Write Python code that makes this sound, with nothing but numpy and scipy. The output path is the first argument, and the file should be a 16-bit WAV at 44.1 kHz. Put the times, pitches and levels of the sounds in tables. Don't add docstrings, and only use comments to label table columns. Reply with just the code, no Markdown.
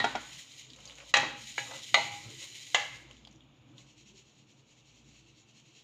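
import sys
import numpy as np
from scipy import signal
from scipy.fft import rfft, irfft
from scipy.io import wavfile
from scipy.ndimage import uniform_filter1d

SR = 44100
rng = np.random.default_rng(int(sys.argv[2]) if len(sys.argv) > 2 else 0)


def put_to_file(sound):
    columns = np.atleast_2d(sound).T
    safe = np.clip(columns, -1, 1)
    whole_steps = np.round(safe * 32767)
    wavfile.write(sys.argv[1], SR, whole_steps.astype(np.int16))


def gain_from_db(level_db):
    decades = np.asarray(level_db, float) / 20
    return 10 ** decades


N = 257103

# start_s, peak_db, crack_db, crowd_db, crowd_length_factor, snap_db
CLANGS = [
    (0.0001, -13.5, -9.5, -9.5, 2.08, -45),
    (1.1388, -6.5, -6.5, -7.5, 1.39, -40.5),
    (1.579, -24, 4, -3, 0.75, -36),
    (1.9422, -10, 3.5, -8, 1.84, -30),
    (2.7448, -14, 5.5, -4.5, 1.59, -38),
]
# pitch_hz, level_db, t60_s
RING_1 = [(827, -37, 0.55), (1379, -40, 0.16), (1873, -25, 0.14), (1966, -24, 0.09), (2119, -41, 0.19),
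          (2298, -39, 0.11), (3314, -40, 0.17), (3861, -33, 0.3), (4227, -46, 0.2)]
RING_2 = [(536, -32, 0.3), (590, -33, .1), (640, -33, 0.2), (815, -26, 0.4), (869, -38, .5),
          (934, -35, 0.4), (1033, -38, 0.37), (1157, -38, .55), (1185, -33, 0.3), (1222, -34, .15),
          (1395, -35, 0.2), (1674, -33, .15), (1718, -31, 0.33), (1863, -26.5, 0.33), (1892, -33, .58),
          (1931, -33, 0.4), (1973, -22, 0.29), (2008, -36, .55), (2046, -32, 0.25), (2310, -33, 0.35),
          (2503, -33, 0.45), (2549, -38, .58), (2587, -35, .58), (2650, -34, .5), (2689, -32, 0.22),
          (2861, -33, 0.45), (2897, -36, 0.4), (2929, -33, .2), (3150, -41, 0.55), (3209, -33, 0.4),
          (3300, -38, .55), (3385, -35, .17), (3688, -41, .4), (3815, -41, 0.5), (3851, -36, 0.55),
          (3933, -30, .2), (3967, -28, 0.18), (4002, -36, 0.55), (4079, -35, 0.3)]
RING_3 = [(533, -42, 0.22), (698, -45, 0.17), (817, -40, 0.36), (907, -48, .3), (954, -50, 0.32),
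          (1388, -50, 0.28), (1666, -38, 0.28), (1982, -36, 0.24), (2078, -45, .3), (2108, -47, 0.38),
          (2271, -50, 0.5), (2358, -45, .3), (2433, -46, .3), (2931, -43, .4), (2958, -46, 0.36),
          (3808, -50, 0.29), (3935, -50, 0.5), (4069, -45, 0.19), (6648, -48, 0.3), (6696, -49, 0.34)]
RING_4 = [(549, -34, 0.14), (690, -38, .45), (816, -32, 0.62), (931, -41, .5), (1157, -41, .5),
          (1195, -34, 0.25), (1249, -37, .2), (1333, -35, 0.14), (1513, -43, .5), (1879, -41, .5),
          (1987, -27, 0.3), (2052, -29, 0.42), (2085, -35, .25), (2161, -28, 0.33), (2248, -40, .5),
          (2332, -32, 0.2), (2436, -38, .15), (2864, -39, 0.55), (2902, -41, 0.45), (2956, -31, 0.4),
          (3024, -43, 0.5), (3098, -38, .2), (3206, -39, .25), (3669, -38, 0.25), (3783, -35, 0.22),
          (3862, -46, 0.55), (4042, -44, 0.5), (4150, -32, 0.3), (4221, -41, 0.29), (6603, -46, 0.42),
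          (6667, -37, 0.24)]
RING_5 = [(350, -42, .06), (460, -45, 0.12), (606, -46, 0.4), (817, -42, 0.5), (869, -43, 0.3),
          (956, -40, 0.3), (1040, -41, .2), (1136, -42, .5), (1204, -35, 0.19), (1661, -40, .5),
          (1716, -29, 0.22), (1747, -41, .55), (1865, -37, .2), (1892, -45, .5), (1997, -30, 0.2),
          (2048, -29, 0.43), (2113, -32, 0.14), (2167, -37, .15), (2199, -35, 0.18), (2283, -38, 0.42),
          (2649, -46, .5), (2719, -40, .55), (2762, -41, 0.5), (2801, -38, 0.3), (2880, -40, 0.43),
          (2958, -40, 0.45), (3085, -44, .5), (3130, -35, 0.25), (3198, -41, 0.33), (3287, -44, 0.3),
          (3324, -46, .5), (3391, -39, .22), (3494, -40, 0.25), (6683, -41, 0.24), (6741, -45, 0.37)]
# pitch_hz, density_db (per Hz)
CROWD_1 = [(150, -65.5), (250, -24), (858, -1.5), (1560, -12), (1890, -5), (2530, -11), (3940, -7.5),
           (4440, -15), (15000, -52)]
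CROWD_2 = [(150, -58.5), (300, -33), (480, -12), (736, -12), (815, -10), (1590, -6), (1920, -3), (3560, -8),
           (4010, -5), (4840, -14), (6940, -11.5), (15000, -77.5)]
CROWD_3 = [(150, -38), (250, -18.5), (748, -10.5), (815, -3.5), (1130, -17.5), (2020, -1.5), (4520, -19.5),
           (6820, -33), (15000, -59)]
CROWD_4 = [(150, -36), (250, -41), (488, -12), (815, -8), (1820, -23.5), (2020, 0), (2610, -12),
           (4300, -10), (5100, -23.5), (6710, -22.5), (15000, -63.5)]
CROWD_5 = [(150, -54.5), (250, -40.5), (520, -8.5), (829, -8.5), (1510, -15.5), (1700, -5.5), (1890, -14),
           (2060, 2.5), (2530, -15.5), (2800, -5.5), (5370, -19.5), (6820, -12.5), (15000, -82.5)]
# pitch_hz, t60_s
FADE = [(250, 0.26), (600, 0.29), (1200, 0.4), (2500, 0.45), (4500, 0.35), (7000, 0.29), (10000, .06)]
# start_s, mute_db, length_s
TOUCHES = [
    (1.198, -6, .04),
    (1.4, -18, .17),
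    (1.648, -12, .04),
    (2.012, -9, .06),
    (2.285, -25, .4),
]
# start_s, peak_db, ring_length_factor, edge_db, after_ring_db
KNOCKS = [
    (0.041, -10.5, 0.59, -3, -16.5),
    (0.151, -19, 0.62, -1.5, -13.5),
]
# pitch_hz, level_db, t60_s
FRAME = [(232.3, -36, 0.37), (430, -30, 0.14), (650, -23, 0.13), (722, -18.5, 0.11), (805, -18.5, 0.14),
         (927, -28.5, 0.27), (1195, -30, 0.083), (1406, -26.5, 0.22), (1500, -38.5, 0.69),
         (1716, -36, 0.12), (1960, -33, 0.25), (2180, -35, .12), (2280, -42, 0.29), (2905, -39, 0.3),
         (3255, -28, 0.12), (3930, -35, 0.098), (3800, -32.5, 0.14)]
# start_s, peak_db, ring_length_factor, edge_db, after_ring_db
REBOUNDS = [
    (1.167, -22.5, 0.82, 18, -15.5),
    (1.2289, -23.5, 0.37, -12, -4.5),
    (1.7088, -32, 0.34, 4.5, -25.5),
    (1.7177, -40, 0.21, -12, -35),
    (1.734, -34.5, 0.18, 8.5, -14),
    (1.747, -35, 0.2, -11, -26),
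    (1.9731, -20.5, 0.7, -24, -12),
    (2.7513, -20.5, 0.31, 4, -32.5),
    (2.794, -32, .15, 12, -31),
]
# pitch_hz, level_db, t60_s
HELD = [(637, -28.5, 0.11), (760, -29.5, 0.049), (820, -37.5, 0.8), (907, -28, .14), (974, -31.5, 0.091),
        (1226, -39, 0.1586), (1360, -39.5, 0.31), (1548, -34.5, 0.099)]
# pitch_hz, density_db (per Hz)
THUD = [(150, -26.5), (240, 1), (420, -9), (800, -8.5), (1500, -9), (4500, -16), (9000, -49.5)]
# start_s, level_db
WAKES = [
    (1.712, -48.5),
    (1.742, -53),
]
# pitch_hz, level_db, t60_s
BOWL = [(533, -1, .15), (836, -3.5, 0.3), (760, -5.5, 0.11), (2000, -3, 0.37)]
# start_s, level_db
ROCKS = [
    (.053, -34),
    (.161, -36.5),
]
# pitch_hz, level_db, t60_s
RIM = [(932, 2, 0.099), (1464, -1, .1), (1510, -15.5, 0.49)]
# start_s, level_db
THUNKS = [
    (1.2265, -31.5),
    (1.7085, -42),
    (1.972, -24),
]
# pitch_hz, level_db, t60_s
EDGE = [(650, -3, 0.0704), (753, -1, 0.057), (884, 0, .08), (975, -3, .06)]
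# start_s, peak_db, pitch_hz, click_db
TICKS = [(0.7012, -40.5, 3660, -10), (0.703, -42, 4700, -20), (0.7335, -42.5, 3780, -4),
         (0.762, -49, 6400, 1), (0.788, -49.5, 3000, -6), (0.803, -50, 3250, 4.5),
         (0.897, -38.5, 2930, -12), (0.9076, -36, 3620, -17), (0.977, -42.5, 3060, -11),
         (0.984, -39, 2420, -5), (1.0019, -34, 2620, -28), (1.0031, -45, 1290, -25), (1.05, -53, 6350, -1),
         (1.1144, -55, 5030, -4), (3.1112, -43.5, 3020, -6.5), (3.1672, -47.5, 3460, -10),
         (3.25, -41, 3350, -16), (3.251, -53, 5000, -22), (3.4064, -48, 3400, -20), (3.781, -44, 3620, -5),
         (0.8548, -39, 6440, -3), (0.8755, -42, 4750, -10), (0.9542, -46.5, 6600, -1),
         (1.0944, -51, 6680, 8.5), (3.2725, -48.5, 4700, -5), (3.2753, -47.5, 3300, -18),
         (3.272, -48.5, 800, -23), (3.3263, -63, 6400, 7), (3.359, -56.5, 5900, -14),
         (0.595, -44, 6300, -10), (3.312, -53.5, 6460, -8), (3.423, -58, 3140, -15), (1.776, -52, 2070, -8),
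         (1.039, -56, 1500, -8)]
# pitch_hz,
# density_db (per Hz)
MESH = [(880, -39.5), (1500, -22), (1800, -15), (2030, -2.5), (2110, -3), (2600, -4.5), (2960, 3.5),
        (3300, -2.5), (4060, 1.5), (4560, -7), (5450, -6.5), (6400, -3), (6800, 2), (7400, -6.5),
        (8000, -28), (8860, -37.5), (9500, -38), (12400, -45), (20900, -120)]
MESH_FAR = [(880, -21), (1500, -26.5), (1900, -13), (2150, -7.5), (2420, -11), (2740, -1.5), (3710, -10),
            (4050, -3.5), (5120, -12.5), (5430, -6.5), (6930, -6), (7500, -12), (8200, -23.5), (9550, -33),
            (10700, -31.5), (14100, -33), (15400, -39)]
DUST = [(5530, -25.5), (7400, -8.5), (8000, 6.5), (8800, 5.5), (9400, 1), (9600, -8.5), (9760, -1),
        (10400, -1), (10700, -8.5), (11500, -1.5), (12400, -8), (13700, -4), (15400, -8)]
SCRAPE = [(350, -18), (500, 4), (900, 2), (1200, 1.5), (1700, -4), (2100, -31)]
# time_s, flow_db
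FLOW = [(0.05, -51.5), (0.42, -52), (0.5, -53.5), (0.615, -55), (0.67, -60), (0.85, -59.5), (1.11, -57.5),
        (1.128, -70.5), (1.16, -46), (1.36, -58.5), (1.41, -48.5), (1.92, -55.5), (1.97, -44), (2.25, -53),
        (2.8, -48.5), (3.05, -62.5), (3.4, -74.5), (3.46, -77)]
# centre_s, extra_flow_db
SWINGS = [(.33, 2.5), (.41, 4), (.6, 3), (.89, 4), (.99, 2.5), (1.1, 4.5), (1.44, 0), (1.602, 8), (1.68, 5),
          (1.761, 8.5), (1.839, 7.5), (1.89, 6), (2.3, 1.5), (2.43, 6), (2.56, 1), (2.7, 0.5), (3.71, 5.5)]
# centre_s, level_db, half_length_s
DRAGS = [(.25, -66, 0.04), (.475, -78, .008), (.79, -61, 0.024), (.87, -62.5, 0.027), (.91, -61.5, 0.022),
         (1.0, -60.5, 0.031), (1.04, -64, 0.056), (1.31, -55.5, 0.071), (1.73, -55.5, 0.067),
         (2.28, -59.5, 0.027), (2.44, -65.5, 0.023), (3.02, -67.5, 0.08), (3.11, -62, .008),
         (3.27, -72, 0.037), (3.78, -71.5, 0.095)]
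# centre_s, level_db, half_length_s
PUFFS = [(3.805, -59.5, 0.026), (3.9, -62.5, 0.031), (4.0, -60.5, 0.028), (4.09, -60, 0.025),
         (4.185, -59, 0.028), (4.29, -66, 0.044), (4.39, -65.5, .03), (4.51, -63.5, 0.024),
         (4.59, -68, 0.023), (4.71, -63.5, 0.027), (4.79, -64.5, 0.024), (4.89, -63, 0.029),
         (4.98, -63.5, 0.036), (5.09, -63.5, .03), (5.175, -62, 0.044), (5.29, -64.5, 0.03),
         (5.39, -63.5, 0.035), (5.5, -65, 0.021), (5.58, -61, 0.029), (5.68, -64.5, 0.033),
         (5.78, -59.5, 0.037)]
# pitch_hz, density_db (per Hz)
ROOM = [(29, -38), (50, -11.5), (68, -12.5), (81, -24), (99, -8), (119, 3), (156, -9), (303, -6),
        (334, -7.5), (500, -21), (650, -42.5), (1100, -120)]
AIR = [(260, -30.5), (450, -2.5), (842, -5.5), (1040, -6), (1360, -10), (2080, -14.5), (2320, -6),
       (3650, -7), (4300, -28), (6660, -29), (7400, -36.5), (8000, -41), (9000, -42), (11700, -38),
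       (15400, -41), (15700, -94)]
# pitch_hz, width_hz, level_db
HUM = [(61.2, 3.8, 0.5), (107.8, 8.3, -8), (133, 39, 3.5), (224.8, 5.3, -6.5), (304.4, 21, -4.5)]
# centre_s, level_db, half_length_s
HUM_SWELLS = [
    (.1, -63.5, 0.16),
    (1.0, -67, 0.24),
    (1.4, -71, 0.16),
    (2.2, -72.5, 0.24),
    (3.15, -64.5, 0.19),
    (4.08, -73, 0.11),
    (5.1, -70, 0.16),
]
# start_s, level_db, t60_s
BOOMS = [
    (0.0, -43.5, 0.94),
    (.7, -61.5, 2.3),
    (1.18, -46.5, 1.34),
    (1.62, -55, 1.8),
    (1.951, -48.5, 1.6),
    (2.278, -52, 1.06),
    (2.74, -60, 12),
    (3.2, -65, 3),
    (3.7, -57, 1.15),
    (5.08, -58, 0.57),
]
STEEL_HZ = np.sort(rng.uniform(np.sqrt(300), np.sqrt(9500), 260) ** 2)

CHANGE_S = 3.775
BOWL_HZ, BOWL_BEAT_S = 817, .137


def evened(x):
    return x / np.sqrt(np.mean(x ** 2) + 1e-20)


def read(points, hz):
    f, value = np.transpose(points)
    return np.interp(np.log(hz + 1), np.log(f + 1), value)


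def add(mix, s, sound):
    part = mix[round(s * SR):][:len(sound)]
    part += sound[:len(part)]


def colour(x, spectrum):
    gain = gain_from_db(read(spectrum, np.fft.rfftfreq(len(x), 1 / SR)))
    return evened(irfft(rfft(x) * gain, len(x)))


def curve(rows):
    s, *columns = np.transpose(rows)
    return [np.interp(np.arange(N) / SR, s, c) for c in columns]


def bumps(rows):
    t = np.arange(N) / SR
    return np.sqrt(sum(gain_from_db(db) ** 2 * np.exp(-((t - s) / half) ** 2) for s, db, half in rows))


def kitchen():
    t = np.arange(N) / SR
    room_db, rise_s = -65, 0.035
    power = gain_from_db(room_db) ** 2
    for s, db, t60 in BOOMS:
        since = np.maximum(t - s + rise_s, 0)
        power = power + (np.minimum(since / rise_s, 1) * gain_from_db(db - 60 * since / t60)) ** 2
    hz = np.fft.rfftfreq(N, 1 / SR)
    lines = 0
    for f, width, db in HUM[1:]:
        resonance = 1 / (1 + (2 * (hz - f) / width) ** 2)
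        lines = lines + gain_from_db(db) * evened(irfft(rfft(rng.standard_normal(N)) * resonance, N))
    hum = np.sqrt(2) * bumps(HUM_SWELLS) * np.sin(2 * np.pi * 58.2 * t)
    z = signal.stft(colour(rng.standard_normal(N), ROOM), nperseg=4096, noverlap=3072)[2]
    lumps = uniform_filter1d(rng.standard_normal(z.shape), 4, 0)
    lumps = evened(uniform_filter1d(lumps, 5, 1))
    wash = evened(signal.istft(z * gain_from_db(5.4 * lumps), nperseg=4096, noverlap=3072)[1][:N])
    return hum + np.sqrt(power) * gain_from_db(-3.5) * (wash + gain_from_db(-5.0) * lines)


def distant_air():
    level_db = -69 - 3 * (np.arange(N) / SR > CHANGE_S)
    return gain_from_db(level_db) * colour(rng.standard_normal(N), AIR)


def steel(x, width_hz, depth_db):
    grid = np.arange(0, SR / 2, 4.)
    comb = (1 / (1 + (2 * (grid[:, None] - STEEL_HZ) / width_hz) ** 2)).sum(1)
    strength = rng.exponential(1, 260)[np.searchsorted(STEEL_HZ[:-1], grid)]
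    gain = np.sqrt(gain_from_db(-depth_db) ** 2 + comb * strength)
    return irfft(rfft(x) * np.interp(np.fft.rfftfreq(len(x), 1 / SR), grid, gain), len(x))


def grains(per_s, spread_db):
    size = gain_from_db(spread_db * np.minimum(rng.exponential(1, N), 5))
    return size * rng.standard_normal(N) * (rng.random(N) < per_s / SR)


def sift():
    t = np.arange(N) / SR
    swing_s = 0.033
    flow_db = curve(FLOW)[0] + sum(db * np.exp(-((t - s) / swing_s) ** 2) for s, db in SWINGS)
    hard_from_s, hard_to_s, settle_s = 1.2, 3.02, .08
    settled = np.clip(np.maximum(hard_from_s - t, t - hard_to_s) / settle_s, 0, 1)
    full_flow_db = -52
    dust_db = -17 + 0.9 * np.minimum(flow_db - full_flow_db, 0) * settled
    specks = grains(14000, spread_db=-1.5)
    mesh = colour(steel(specks, width_hz=25, depth_db=0), MESH)
    dust = gain_from_db(dust_db) * colour(specks, DUST)
    scrape = colour(steel(grains(5000, spread_db=1.5), width_hz=12, depth_db=6), SCRAPE)
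    gusts = evened(uniform_filter1d(uniform_filter1d(rng.standard_normal(N), 900), 900))
    flow = gain_from_db(flow_db) * (t < CHANGE_S)
    rub = np.hypot(flow * gain_from_db(-29.5), bumps(DRAGS))
    return gain_from_db(1.44 * gusts) * (flow * (mesh + dust) + rub * scrape)


def shaken_puffs():
    trickle = gain_from_db(-75) * (np.arange(N) / SR > CHANGE_S)
    hiss = steel(grains(17000, spread_db=0.5), width_hz=38, depth_db=1)
    return np.hypot(trickle, bumps(PUFFS)) * colour(hiss, MESH_FAR + [(15600, -80)])


def loose(x, patchy_db):
    z = signal.stft(x, nperseg=512, noverlap=384)[2]
    patches = uniform_filter1d(rng.standard_normal(z.shape), 6, 0)
    patches = evened(uniform_filter1d(patches, 18, 1))
    return signal.istft(z * gain_from_db(patchy_db * patches), nperseg=512, noverlap=384)[1][:N]


def tick(s, db, hz, click_db):
    t = np.arange(2 ** 11) / SR
    t60_s, reach_hz = 0.011, 4 * 630
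    noise = rng.standard_normal(len(t))
    band = [(max(hz - reach_hz, 100), -60), (hz, 0), (hz + reach_hz, -60), (SR / 2, -100)]
    spark = colour(noise, MESH) + gain_from_db(-20.5) * colour(noise, DUST)
    click = gain_from_db(click_db) * spark + gain_from_db(-6.5) * colour(noise, band)
    click_decay = np.exp(-t / 0.001) + 0.27 * np.exp(-t / 0.017)
    tone = np.sin(2 * np.pi * hz * t) * gain_from_db(-60 * t / t60_s)
    return s, gain_from_db(db) * np.minimum(t / 0.00071, 1) * (tone + click * click_decay)


def ring(modes, t, stretch, bowl=1, crest_s=.003, early=0):
    hz, db, t60 = np.transpose(modes)[:, :, None]
    phase, twin_phase, split = rng.random((40, 3, 1))[:len(modes)].transpose(1, 0, 2) - .5
    scatter = .6
    twin_turn = 2 * np.pi * ((hz + 30 * split) * (t - crest_s) + scatter * twin_phase)
    turn = 2 * np.pi * (hz * (t - crest_s) + scatter * phase)
    contact = 1 + early * gain_from_db(-60 * t / (.28 * t60))
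    pair = (np.cos(turn) + gain_from_db(-7) * np.cos(twin_turn)) * contact
    note = abs(hz[:, 0] - BOWL_HZ) < 12
    beat = np.cos(turn[note]) * np.sin(np.pi * t / BOWL_BEAT_S)
    pair[note] = 2 * bowl * (beat + .2 * np.sin(turn[note]))
    total = (gain_from_db(db - 60 * t / (t60 * stretch)) * pair).sum(0)
    return total / np.sqrt(np.sum(gain_from_db(db) ** 2) / 2)


def dying(crowd, t, stretch):
    noise = colour(steel(rng.standard_normal(len(t)), width_hz=7.1, depth_db=0.5), crowd)
    hz, frame_t, z = signal.stft(noise, SR, nperseg=256)
    decay = gain_from_db(-60 * frame_t / (stretch * read(FADE, hz)[:, None]))
    return signal.istft(z * decay, SR, nperseg=256)[1][:len(t)]


def wake(modes, s, db):
    t = np.arange(2 ** 14) / SR
    return s, gain_from_db(db) * np.minimum(t / 0.0076, 1) * ring(modes, t, 0.97)


def knock(modes, s, db, stretch, edge_db, after_db):
    t = np.arange(2 ** 14) / SR
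    edge = colour(rng.standard_normal(len(t)), CROWD_2)
    edge = 1.2 * edge * np.minimum(t / 0.007, 1) * np.exp(-t / .005)
    body = ring(modes, t, stretch, crest_s=.0015)
    body = body + gain_from_db(edge_db) * edge + gain_from_db(after_db) * dying(THUD, t, 1.0)
    return s, gain_from_db(db - 8.5) * np.minimum(t / 0.0024, 1) * body


def clang(row, modes, crowd):
    s, db, crack_db, crowd_db, stretch, snap_db = row
    t = np.arange(2 ** 15) / SR
    crack = .6 * colour(rng.standard_normal(len(t)), crowd)
    crack = crack * (np.exp(-t / .01) + .9 * np.exp(-t / .004))
    snap = colour(rng.standard_normal(len(t)), DUST) * np.exp(-((t - .003) / .0006) ** 2)
    muted_db = 0
    for at, mute_db, length in TOUCHES:
        inside_s = np.minimum(s + t - at, at + length - s - t)
        muted_db = muted_db + mute_db * np.clip(inside_s / .015, 0, 1)
    body = ring(modes, t, 0.98, gain_from_db(muted_db), early=0.73 * gain_from_db(crack_db))
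    body = body + gain_from_db(crowd_db) * dying(crowd, t, stretch) + gain_from_db(crack_db + 6.0) * crack
    rise = np.minimum(t / .0013, 1) ** 1.5
    return s, gain_from_db(db - 13.5) * rise * body + gain_from_db(db + snap_db) * snap


def scene():
    mix = kitchen() + distant_air()
    mix = mix + loose(sift() + shaken_puffs(), patchy_db=0.88)
    for row in TICKS:
        add(mix, *tick(*row))
    for modes, rows in (BOWL, WAKES), (RIM, ROCKS), (EDGE, THUNKS):
        for row in rows:
            add(mix, *wake(modes, *row))
    for modes, rows in (FRAME, KNOCKS), (HELD, REBOUNDS):
        for row in rows:
            add(mix, *knock(modes, *row))
    rings = RING_1, RING_2, RING_3, RING_4, RING_5
    crowds = CROWD_1, CROWD_2, CROWD_3, CROWD_4, CROWD_5
    for row, modes, crowd in zip(CLANGS, rings, crowds):
        add(mix, *clang(row, modes, crowd))
    return mix[None]


def roll_off(x):
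    return signal.sosfilt(signal.butter(12, 16450, fs=SR, output="sos"), x)


def record(dry):
    lowpass = signal.firwin(511, 15550, window=("kaiser", 9), fs=SR)
    edged = signal.oaconvolve(dry, lowpass[None], "same", axes=1)
    ceiling = 1.2
    finished = ceiling * np.tanh(edged / ceiling)
    return roll_off(finished)


dry = scene()
out = record(dry)
put_to_file(out)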